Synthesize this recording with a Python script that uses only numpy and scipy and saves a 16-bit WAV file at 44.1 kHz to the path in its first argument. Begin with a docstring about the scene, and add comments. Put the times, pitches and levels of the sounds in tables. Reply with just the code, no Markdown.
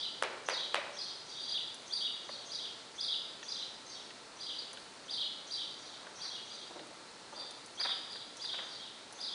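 """A roofed riding arena with a sand floor, heard in mono. Close to the microphone a rider pats his
horse three times with a flat hand, then walks it off: tack knocks and ticks, hooves scuff the sand.
Up in the rafters sparrows whistle two-voiced chirps, each smeared into a jingle by the hall.
Far away a fan hums faintly under the room tone."""
import sys
import numpy as np
from scipy import signal
from scipy.fft import rfft, irfft, next_fast_len
from scipy.io import wavfile

SR = 44100
rng = np.random.default_rng(int(sys.argv[2]) if len(sys.argv) > 2 else 0)


def transcribe(u):
    """Save the signal u as a 16-bit wav file named by the first command-line argument.

    u: samples, shape (n,) or (channels, n), limited to [-1, 1]; the rate is SR.
    q: integer samples, one column per channel.
    """
    v = np.clip(np.atleast_2d(u).T, -1, 1)
    q = np.round(v * 32767).astype(np.int16)
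    wavfile.write(sys.argv[1], SR, q)


N = 411894
TIME = np.arange(N) / SR
CHIRP_TIME = np.arange(-.1, .18, 1 / SR)   # s from a chirp's crest


def pats():
    """Close up, a palm claps trapped air on the rump; the ground echoes, then the hall answers."""
    # strokes of the hand: (time [s], gain [dB])
    strokes = [(0.2252, -9), (0.4877, -10), (0.745, -8)]
    # colour of a pat: (frequency [Hz], gain [dB])
    colour = [(120, -31), (300, -12.5), (520, 2), (800, -1.5), (1350, -1), (2200, 0), (3200, -5.5),
              (4500, -9), (7000, -15.5), (10000, -11.5)]
    out, t = np.zeros(N), TIME[:SR // 3] - .003
    for s, db in strokes:
        # the palm lands over a millisecond or two, with one main pressure swing
        clap = 0.29 * rng.standard_normal(len(t)) * np.exp(-np.abs(t) / 0.0017)
        for height, at_s, half_s in ((-0.45, -.00022, .00005), (0.36, 0, .00008), (-0.77, .00045, .000099)):
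            clap += height * np.exp(-((t - at_s) / half_s) ** 2)
        # off the ground: a crisp echo and a dull scatter
        late = t - .0095
        echo = 0.58 * rng.standard_normal(len(t)) * np.exp(-np.abs(late) / 0.00057)
        scatter = 0.19 * band(rng.standard_normal(len(t)), 200, 4100) * np.exp(-np.abs(late) / 0.037)
        # the low part of the slap comes back later from the boards
        boom = 0.25 * band(rng.standard_normal(len(t)), 220, 590) * np.exp(-np.abs(t - .04) / 0.0079)
        add(out, s + t[0], from_db(db) * (clap + (echo + scatter + boom) * (late > 0)))
    out = coloured(out, colour)
    return out + from_db(-7.5) * heard(band(out, 150, 4100), hall_tail(gap_s=0.035, build_s=0.014))


def sparrows():
    """Chirps from the rafters; the birds turn as they call, so each finds its own paths to the mic."""
    # first syllable, an arch: (time from its crest [s], pitch [Hz], level [dB])
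    arch = [(-.036, 3130, -19), (-.015, 3550, -8.5), (-.006, 4520, -7), (.002, 4850, -0.5),
            (.020, 4650, -10), (.030, 4467, -4), (.043, 3590, -2.5), (.054, 3300, -30)]
    # second syllable, a low hook: (time from the arch's crest [s], pitch [Hz], level [dB])
    hook = [(.070, 3200, -17.5), (.081, 3240, -3.5), (.096, 3436, -3.5), (.107, 3668, -4.5),
            (.117, 3924, -0.5), (.128, 3448, -5.5), (.142, 2852, -4)]
    # thin upper voice from the other side of the syrinx, leading in: columns as for the hook
    upper = [(-.074, 5980, -13.5), (-.050, 6050, 4.5), (-.030, 6200, -16.5), (-.012, 5760, -15.5),
             (.010, 5570, 4.5), (.035, 5600, -15), (.058, 5740, -7), (.095, 5900, -21), (.115, 5970, -30)]
    # calls: (crest time [s], rms level [dB], hook gain [dB], upper voice gain [dB], stretch [ratio])
    calls = [(-.08, -41, 1, -16.5, 0.98), (0.512, -41, -1.5, -18, 0.89), (.99, -44.5, -6.5, -13, 0.87),
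             (1.299, -48.5, -2.5, -12.5, 0.65), (1.406, -47.5, -2, -19, 0.75), (1.493, -40, 4, -19, 0.63),
             (1.933, -38, -1, -18, 1.04), (2.295, -49.5, -7, -15, 0.82), (2.52, -43.5, -3, -13.5, 1),
             (3.012, -38, -1, -22.5, .95), (3.489, -43, -3.5, -13.5, .95), (3.9, -51.5, -3, -8, 0.64),
             (4.41, -45, -4, -16.5, 0.7), (4.56, -49, -9, -19, 0.93), (5.111, -39.5, 2, -22, 0.88),
             (5.518, -42, -4, -16.5, 0.75), (5.834, -54, -3, -12, 0.8), (6.222, -45, -4.5, -10.5, 1.05),
             (6.512, -51, -6.5, -12.5, 0.99), (7.365, -49, -7.5, -20, 0.82), (7.805, -38, -4.5, -23.5, .86),
             (8.106, -50.5, -4.5, -28, 0.76), (8.422, -42.5, 0, -18, .93), (8.69, -50.5, -1.5, -15, 1.19),
             (9.21, -43, -4, -19, 1)]
    # echoes off roof and walls: (delay [s], level [dB])
    echoes = [(0.014, -5), (0.032, -1.5), (.044, -14.5)]
    out, early = np.zeros(N), TIME[:SR // 10]
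    usual_db = -45
    for s, level_db, hook_db, upper_db, stretch in calls:
        pitch = 1 + 0.00812 * rng.standard_normal()
        chirp = syllable(arch, pitch, stretch, waver=0.026, flutter_db=3.5, overtone_db=-20)
        chirp += from_db(hook_db) * syllable(hook, pitch, stretch, 0.0307, 2.5, overtone_db=-30)
        chirp += from_db(upper_db) * syllable(upper, pitch, stretch, 0.07, 3.0, overtone_db=-25.5)
        response = from_db(2.5) * hall_tail(gap_s=0.0033, build_s=0.024)
        # a bird facing the microphone is louder and clearer: more direct sound
        response[0] += from_db(-1.5 + 0.37 * (level_db - usual_db))
        # beams and roof panels break each early echo into a short cluster
        for delay, db in echoes:
            cluster = rng.standard_normal(len(early)) * np.exp(-np.abs(early - delay) / 0.0043)
            response[:len(early)] += from_db(db) * cluster / np.linalg.norm(cluster)
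        smeared = signal.fftconvolve(chirp, response)
        add(out, s + CHIRP_TIME[0], from_db(level_db) * smeared / np.std(smeared[:len(chirp)]))
    return out


def syllable(shape, pitch, stretch, waver, flutter_db, overtone_db):
    """A whistled glide with a fast random tremble in pitch and level."""
    beak_hz, beak_width_hz = 9060, 520
    s, hz, db = np.transpose(shape)
    t, s = CHIRP_TIME, s * stretch
    hz = pitch * np.interp(t, s, hz) * (1 + waver * drift(600, len(t)))
    gain = from_db(np.interp(t, s, db) + flutter_db * drift(229.6, len(t)))
    fade = np.clip(np.minimum(t - s[0], s[-1] - t) / .002, 0, 1)
    phase = 2 * np.pi * np.cumsum(hz) / SR
    # overtones come through where they meet a resonance of throat and beak
    overtones = sum(np.sin(k * phase) / (1 + ((k * hz - beak_hz) / beak_width_hz) ** 2) for k in (2, 3))
    return fade * gain * (np.sin(phase) + from_db(overtone_db) * overtones)


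def tack():
    """Dull knocks of leather and stirrups, brighter when the contact is hard, and tiny ticks of metal."""
    # saddle and stirrup knocks: (time [s], gain [dB], hardness as tilt [dB per octave])
    knocks = [(2.291, -35, -6.5), (3.428, -42, 9), (4.104, -50, 12), (4.733, -43, -5), (4.772, -47.5, 14),
              (6.068, -39, -1), (6.793, -44, 10), (8.156, -40, 1), (8.444, -44, 8)]
    # resonances of the saddle: (frequency [Hz], gain [dB])
    saddle_modes = [(506, -12.5), (960, -7.5), (1620, -3.5), (3000, -8.5)]
    # clear ticks of bit and spurs: (time [s])
    clear_ticks = [1.744, 4.731, 7.5092, 7.661, 8.369, 9.1254]
    pivot_hz, walk_start_s, faint_ticks_per_s = 1120, 2.5, 1.2
    out = np.zeros(N)
    for s, db, tilt_db in knocks:
        for hz, mode_db in saddle_modes:
            gain = from_db(db + mode_db + tilt_db * np.log2(hz / pivot_hz))
            add(out, s, gain * burst(hz / 1.12, hz * 1.24, decay_s=0.0049))
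    faint_ticks = TIME[(rng.random(N) < faint_ticks_per_s / SR) & (TIME > walk_start_s)]
    for times, db in ((clear_ticks, -35.5), (faint_ticks, -43.5)):
        for s in times:
            add(out, s, from_db(db) * tick())
    return out


def tick():
    """Metal touches metal and rings for a moment."""
    # resonances of the metal: (frequency [Hz], level against the contact [dB])
    metal_modes = [(6200, -14), (9900, -13)]
    ring = sum(from_db(db) * burst(hz / 1.04, hz * 1.04, decay_s=0.006) for hz, db in metal_modes)
    return burst(4000, 10800, decay_s=0.0012) + ring


def hooves():
    """Hooves scuff the floor, each time in three quick swells of gritty, sliding sand."""
    # scuffs: (time [s], level [dB], band centre [Hz])
    scuffs = [(5.974, -56, 939), (6.2, -56, 1100), (6.715, -53, 470), (7.335, -52.5, 650),
              (7.808, -45.5, 1216), (8.545, -51, 1080), (9.135, -58, 736)]
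    # the toe touches, the hoof slides, kicked sand falls: (delay [s], gain [dB], half length [s])
    phases = [(0, 2, 0.014), (.049, 2, 0.019), (0.094, -1.5, .034)]
    out, t = np.zeros(N), TIME[:SR // 2] - 1 / 4
    swells = sum(from_db(db) * np.exp(-((t - delay) / half_s) ** 2) for delay, db, half_s in phases)
    for s, db, hz in scuffs:
        grit = rng.standard_normal(len(t)) * from_db(4.0 * drift(246.8, len(t)))
        add(out, s + t[0], from_db(db) * rms_one(band(grit, hz / 1.86, hz * 1.73)) * swells)
    return out


def room_tone():
    """The steady noise of the hall's air."""
    # spectrum of the air: (frequency [Hz], relative density [dB])
    spectrum = [(18, -36.5), (30, -16.5), (79, -13), (117, -7), (164, -4), (237, -1.5), (341, 0.5),
                (626, 0), (798, -1.5), (901, -1), (3190, -8), (4270, -1.5), (4710, -5.5), (5860, -10),
                (10000, -15.5), (13000, -99), (22000, -120)]
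    return from_db(-52.5) * rms_one(coloured(rng.standard_normal(N), spectrum))


def fan():
    """A fan far from the microphone hums in a few wavering tones."""
    # tones of the fan: (frequency [Hz], rms level [dB])
    tones = [(120, -81.5), (880, -70), (1348, -69.5), (1846, -83.5)]
    out = np.zeros(N)
    for hz, db in tones:
        wavering_hz = hz * (1 + 0.00843 * drift(40, N))
        out += from_db(db) * np.sqrt(2) * np.sin(2 * np.pi * np.cumsum(wavering_hz) / SR)
    return out


def hall_tail(gap_s, build_s):
    """The arena's diffuse response, of unit energy: it builds up after a gap and dies in about a second."""
    # decay of the hall: (frequency [Hz], time to fall 60 dB [s])
    decays = [(200, 1.0), (1000, 0.86), (3500, 0.76), (6000, 0.95), (10000, 0.88)]
    t = TIME[:2 ** 15]
    white, hz = rfft(rng.standard_normal(len(t))), np.fft.rfftfreq(len(t), 1 / SR)
    centres, t60s = np.transpose(decays)
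    tail = np.zeros(len(t))
    for share, t60 in zip(np.eye(len(centres)), t60s):
        noise_band = irfft(white * np.interp(hz, centres, share))
        tail += noise_band * np.exp(-np.log(1000) * t / t60)
    tail *= 1 - np.exp(-np.maximum(t - gap_s, 0) / build_s)
    return tail / np.linalg.norm(tail)


def burst(low_hz, high_hz, decay_s):
    """A brief contact: dying noise in one band, peak 1."""
    t = TIME[:SR // 10]
    x = band(rng.standard_normal(len(t)) * np.exp(-t / decay_s), low_hz, high_hz)
    return x / np.abs(x).max()


def from_db(db):
    """Decibels to gain."""
    return 10 ** (np.asarray(db) / 20)


def rms_one(x):
    """Scale to rms 1."""
    return x / np.sqrt(np.mean(x ** 2) + 1e-20)


def coloured(x, spectrum):
    """Filter by a table of (frequency [Hz], gain [dB]), read on a log-frequency axis."""
    size = next_fast_len(len(x), True)
    hz, db = np.transpose(spectrum)
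    bin_hz = np.maximum(np.fft.rfftfreq(size, 1 / SR), 1)
    gain = from_db(np.interp(np.log(bin_hz), np.log(hz), db))
    return irfft(rfft(x, size) * gain, size)[:len(x)]


def band(x, low_hz, high_hz):
    """Causal band-pass."""
    return signal.sosfilt(signal.butter(2, [low_hz, high_hz], "band", fs=SR, output="sos"), x)


def drift(rate_hz, size):
    """A smooth random wander with spread about 1."""
    return np.interp(np.arange(size) * rate_hz / SR, np.arange(size), rng.standard_normal(size))


def add(out, s, x):
    """Mix x into out from time s on."""
    i = round(s * SR)
    a, b = max(i, 0), min(i + len(x), N)
    if b > a:
        out[a:b] += x[a - i:b - i]


def heard(x, response):
    """Pass a sound through a response."""
    return signal.fftconvolve(x, response)[:N]


def scene():
    """Horse and birds from one spot in the hall, the same in both channels."""
    around = room_tone() + fan() + sparrows() + pats()
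    horse = hooves() + tack()
    horse += from_db(-5.0) * heard(horse, hall_tail(gap_s=0.03, build_s=0.011))
    return np.tile(around + horse, (2, 1))


def record(dry):
    """The top of the treble is cut steeply."""
    cutoff_hz = 10200
    return signal.sosfilt(signal.ellip(12, .2, 70, cutoff_hz, fs=SR, output="sos"), dry)


dry = scene()
out = record(dry)
transcribe(out)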